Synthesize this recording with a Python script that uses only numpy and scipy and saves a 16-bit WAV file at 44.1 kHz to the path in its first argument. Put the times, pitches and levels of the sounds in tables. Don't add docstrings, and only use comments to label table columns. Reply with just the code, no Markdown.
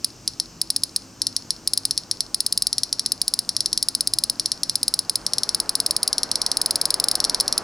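import sys
import numpy as np
from scipy import signal
from scipy.fft import rfft, irfft
from scipy.io import wavfile
from scipy.ndimage import uniform_filter1d

SR = 44100
rng = np.random.default_rng(int(sys.argv[2]) if len(sys.argv) > 2 else 0)


def persist_wave(psi):
    counts = np.round(np.clip(psi, -1, 1) * 32767).astype(np.int16)
    wavfile.write(sys.argv[1], SR, np.atleast_2d(counts).T)


N = 336483


def undb(db):
    return 10 ** (np.asarray(db) / 20)


def unit(x):
    return x / np.sqrt(np.mean(x ** 2))


def decay_60(time, t60):
    return np.exp(-np.log(1000) * time / t60)


def lowpass(x, hz, order=2):
    return signal.sosfilt(signal.butter(order, min(hz, SR / 2 - 1), fs=SR, output="sos"), x)


def highpass(x, hz, order=3):
    return signal.sosfilt(signal.butter(order, hz, "high", fs=SR, output="sos"), x)


def colour(x, points):
    hz, db = np.transpose(points)
    bins = np.maximum(np.arange(N // 2 + 1) * SR / N, 1)
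    gain = undb(np.interp(np.log(bins), np.log(hz), db))
    return irfft(rfft(x) * gain, N)


def walk(rate):
    hold = int(SR / rate)
    steps = np.repeat(rng.standard_normal(N // hold + 1), hold)
    smooth = uniform_filter1d(uniform_filter1d(steps, hold), hold)
    return unit(smooth[:N])


def stereo(mid, side, width):
    return mid + width * side * np.array([[1], [-1]])


def wash(points, width):
    mid, side = colour(rng.standard_normal((2, N)), points)
    return unit(stereo(mid, side, width))


def town():
    # frequency in Hz, relative spectral density in dB.
    town_spectrum = [(20, -20), (42, 3), (72, -6), (102, 1), (140, -0.5), (200, 0.5), (270, 1.5), (340, -1),
                     (420, -7), (700, -20), (2000, -33), (16000, -55)]
    return wash(town_spectrum, width=0.2) * undb(-50)


def motor(flutter_rate=14):
    # frequency in Hz, level in dB.
    drone_lines = [(44, -62.5), (102, -58), (126, -59.5), (172, -60), (228, -59), (272, -58), (325, -58.5)]
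    t = np.arange(N) / SR
    drone = np.zeros(N)
    for hz, db in drone_lines:
        envelope = walk(flutter_rate) + 1j * walk(flutter_rate)
        drone += undb(db) * np.real(envelope * np.exp(2j * np.pi * hz * t))
    return drone


def car():
    # time in seconds, level in dB before a lift of 2.5 dB.
    approach = [(0.1, -56.5), (1.17, -55), (4.99, -50), (5.32, -45), (7.63, -38)]
    # frequency in Hz, relative spectral density in dB.
    tyre_spectrum = [(25, -7), (45, -6.5), (75, -10), (150, -5.5), (300, -3), (600, -1), (1100, -3),
                     (1550, -6.5), (1900, -12.5), (2500, -17.5), (4000, -23), (16000, -48)]
    level_db = np.interp(np.arange(N) / SR, *np.transpose(approach))
    return wash(tyre_spectrum, width=0.31) * undb(level_db + 2.5)


def chorus():
    # frequency in Hz, relative spectral density in dB.
    chorus_spectrum = [(1500, -14.5), (2700, 0), (3600, -4), (5200, 7), (6200, 5.5), (7500, 0), (9000, -10),
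                       (10500, -14), (13000, -12), (16000, -21)]
    return wash(chorus_spectrum, width=0.19) * undb(-50 + .5 * walk(9))


def whine():
    # frequency in Hz, relative spectral density in dB.
    whine_spectrum = [(6000, -40), (7800, -8), (8800, 0), (9500, -9), (11500, -40)]
    return wash(whine_spectrum, width=.2) * undb(-66 + 4 * walk(8))


def background():
    return town() + motor() + car() + chorus() + whine()


def twitches():
    snap_times = [0.0451, 0.2771, 0.3995, 0.6151, 0.703, 0.7627, 0.8353, 0.9621, 1.218, 1.2684, 1.3645,
                  1.5055, 1.6749, 1.7346, 1.7754, 1.8526, 1.9094, 1.977, 2.1126, 2.206, 2.3447, 2.4044,
                  2.4641, 2.525, 2.576, 2.6221, 2.669, 2.729, 2.782, 2.8337, 2.9276, 2.9946, 3.061, 3.1195,
                  3.216, 3.2799, 3.3379, 3.3904, 3.4915, 3.5655, 3.6058, 3.6593, 3.7296, 3.776, 3.8268,
                  3.8855, 3.95, 4.0077, 4.0733, 4.1363, 4.1861, 4.2376, 4.298, 4.397, 4.4587, 4.5177,
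                  4.6332, 4.696, 4.7554, 4.8305, 4.8803, 4.9394, 4.991, 5.0959, 5.1563, 5.265, 5.3344,
                  5.3829, 5.4335, 5.4913, 5.5467, 5.601, 5.6932, 5.7534, 5.8015, 5.863, 5.9088, 5.9647,
                  6.0305, 6.077, 6.1293, 6.1816, 6.2322, 6.3147, 6.3562, 6.4169, 6.4636, 6.516, 6.5702,
                  6.6153, 6.66, 6.7085, 6.757, 6.8141, 6.8546, 6.9049, 6.9415, 6.9995, 7.0407, 7.0847,
                  7.1136, 7.154, 7.2024, 7.2418, 7.2488, 7.2965, 7.3458, 7.4006, 7.4074, 7.4794, 7.5257,
                  7.5787]
    bout_starts = [0, .2, .5, 1.1, 1.6, 1.88, 2.3, 2.7, 3.1, 3.45, 3.8, 4.35, 4.73, 5.2, 5.52, 6.1, 6.55,
                   7.18, 7.404, 7.45, 7.55]
    times = np.sort(snap_times)
    bout = np.searchsorted(bout_starts, times)
    place = np.arange(len(times)) - np.searchsorted(bout, bout)
    return list(zip(times, bout % 2, place))


def ring(ms, hz, t60_ms, db, give_ms):
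    ms = np.maximum(ms, 0)
    size = (-1) ** np.arange(len(hz)) * undb(db)
    swings = decay_60(ms, t60_ms[:, None]) * np.sin(2 * np.pi * hz[:, None] * ms / 1000)
    onset = 1 - np.exp(-ms / give_ms)
    return size @ swings * onset


def knock(ms, tension):
    hz, t60_ms, db = 1840 * tension ** .6, 16, -38.5
    return undb(db) * decay_60(ms, t60_ms) * np.sin(2 * np.pi * hz * ms / 1000)


def cicada(give_ms=0.16, radiation_hz=2900, tymbal_db=(0.7, 0.6)):
    # frequency in Hz, 60 dB decay time in ms,
    # relative level on buckling in dB, relative level on popping out in dB.
    modes_0 = [(3426,3.8,-14.5,-63), (4255,3.4,-4,-17.5), (5360,2.3,3.0,-12), (5720,5.72,-1.5,-16),
               (5783,2.58,-3,-18), (9050,1.15,-1,-7.5), (10460,3.67,-8.5,-8), (13150,1.2,-16,-34)]
    modes_1 = [(4140,1.09,4,-5.5), (3988,2.56,2,-11), (4870,2.26,2,-15), (5340,6.26,-3.5,-17),
               (6110,3.16,-19,-21), (9405,1.19,3,0.9), (10500,3.7,-6,-3), (13100,0.44,2.5,2.5)]
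    hold_ms, warming_ms_per_s, hurry_ms_per_snap = 3.12, .039, .018
    rise_per_s = .0004
    scatter_db, detune, scatter_ms = .25, .003, .025

    length = SR // 40
    ms = np.arange(length) * 1000 / SR
    tracks = np.zeros((2, N + SR))
    snaps = twitches()
    chance = rng.standard_normal((len(snaps), 4))
    for (start_s, side, place), (loud, tune, pop, late) in zip(snaps, chance):
        hold = hold_ms - warming_ms_per_s * start_s - hurry_ms_per_snap * place
        hold += scatter_ms * late
        hz, t60_ms, in_db, out_db = np.array((modes_0, modes_1)[side], float).T
        hz = hz * (1 + rise_per_s * (start_s - N / SR / 2) + detune * tune)
        buckle = ring(ms, hz, t60_ms, in_db, give_ms)
        rebound = ring(ms - hold, hz, t60_ms, out_db + scatter_db * pop, give_ms)
        snap = highpass(buckle + rebound, radiation_hz) + knock(ms, hold_ms / hold)
        start = int(start_s * SR)
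        tracks[side, start:start + length] += snap * undb(tymbal_db[side] + scatter_db * loud)
    return tracks[:, :N]


def early_reflections(x):
    # frequency in Hz, 60 dB decay time in seconds, level in dB.
    place_modes = [(4304, 0.017, -4.5), (4696, 0.019, -6.5), (5225, 0.052, -2.5), (5466, 0.039, -0.5)]
    t = np.arange(SR // 10) / SR
    response = np.zeros(len(t))
    for hz, t60, db in place_modes:
        decay = decay_60(t, t60)
        response += undb(db) * 2 * decay / decay.sum() * np.cos(2 * np.pi * hz * t)
    return x + signal.fftconvolve(x, response)[:N]


def garden(x, near_db=-16, near_t60=0.053, far_db=-20.5, far_t60=0.26, width=0.42,
           dull_hz=9000, wall_hz=6000):
    wall_s, wall_db = .0583, -25.5
    t = np.arange(SR // 2) / SR
    mid, side = rng.standard_normal((2, len(t)))
    power = np.zeros(len(t))
    for db, t60 in ((near_db, near_t60), (far_db, far_t60)):
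        decay = decay_60(t, t60) * (t > .002)
        power += undb(2 * db) * decay ** 2 / np.sum(decay ** 2)
    scatter = lowpass(np.sqrt(power) * stereo(mid, side, width), dull_hz)
    impulse = 1. * (np.arange(len(t)) == int(wall_s * SR))
    wall = undb(wall_db) * lowpass(impulse, wall_hz)
    return signal.fftconvolve(x[None], scatter + wall, axes=1)[:, :N]


def scene(turned_db=3.5):
    turned, facing = (early_reflections(track) for track in cicada())
    reflected = garden(undb(turned_db) * turned + facing)
    return turned + facing + reflected + background()


def port(x, sense):
    # frequency in Hz, left minus right level in dB, phase lead of the left in radians.
    port_gap = [(100, .6, 0), (400, 0, -.05), (1500, -2, -.15), (2500, -.3, .1), (3800, -1, .4),
                (4300, 1, .5), (4800, 2.7, .38), (6000, 1.7, .12), (8000, .5, 0), (10800, .3, 0),
                (13300, -3.5, .5), (16000, .5, .2)]
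    hz, db, lead = np.transpose(port_gap)
    bins = np.arange(N // 2 + 1) * SR / N
    difference = np.log(undb(np.interp(bins, hz, db))) + 1j * np.interp(bins, hz, lead)
    return irfft(rfft(x) * np.exp(sense * difference / 2), N)


def record(dry):
    top_hz = 16000
    ports = np.array([port(dry[0], 1), port(dry[1], -1)])
    top_cut = signal.ellip(8, .2, 70, top_hz, fs=SR, output="sos")
    return signal.sosfilt(top_cut, np.clip(ports, -1, 1))


dry = scene()
out = record(dry)
persist_wave(out)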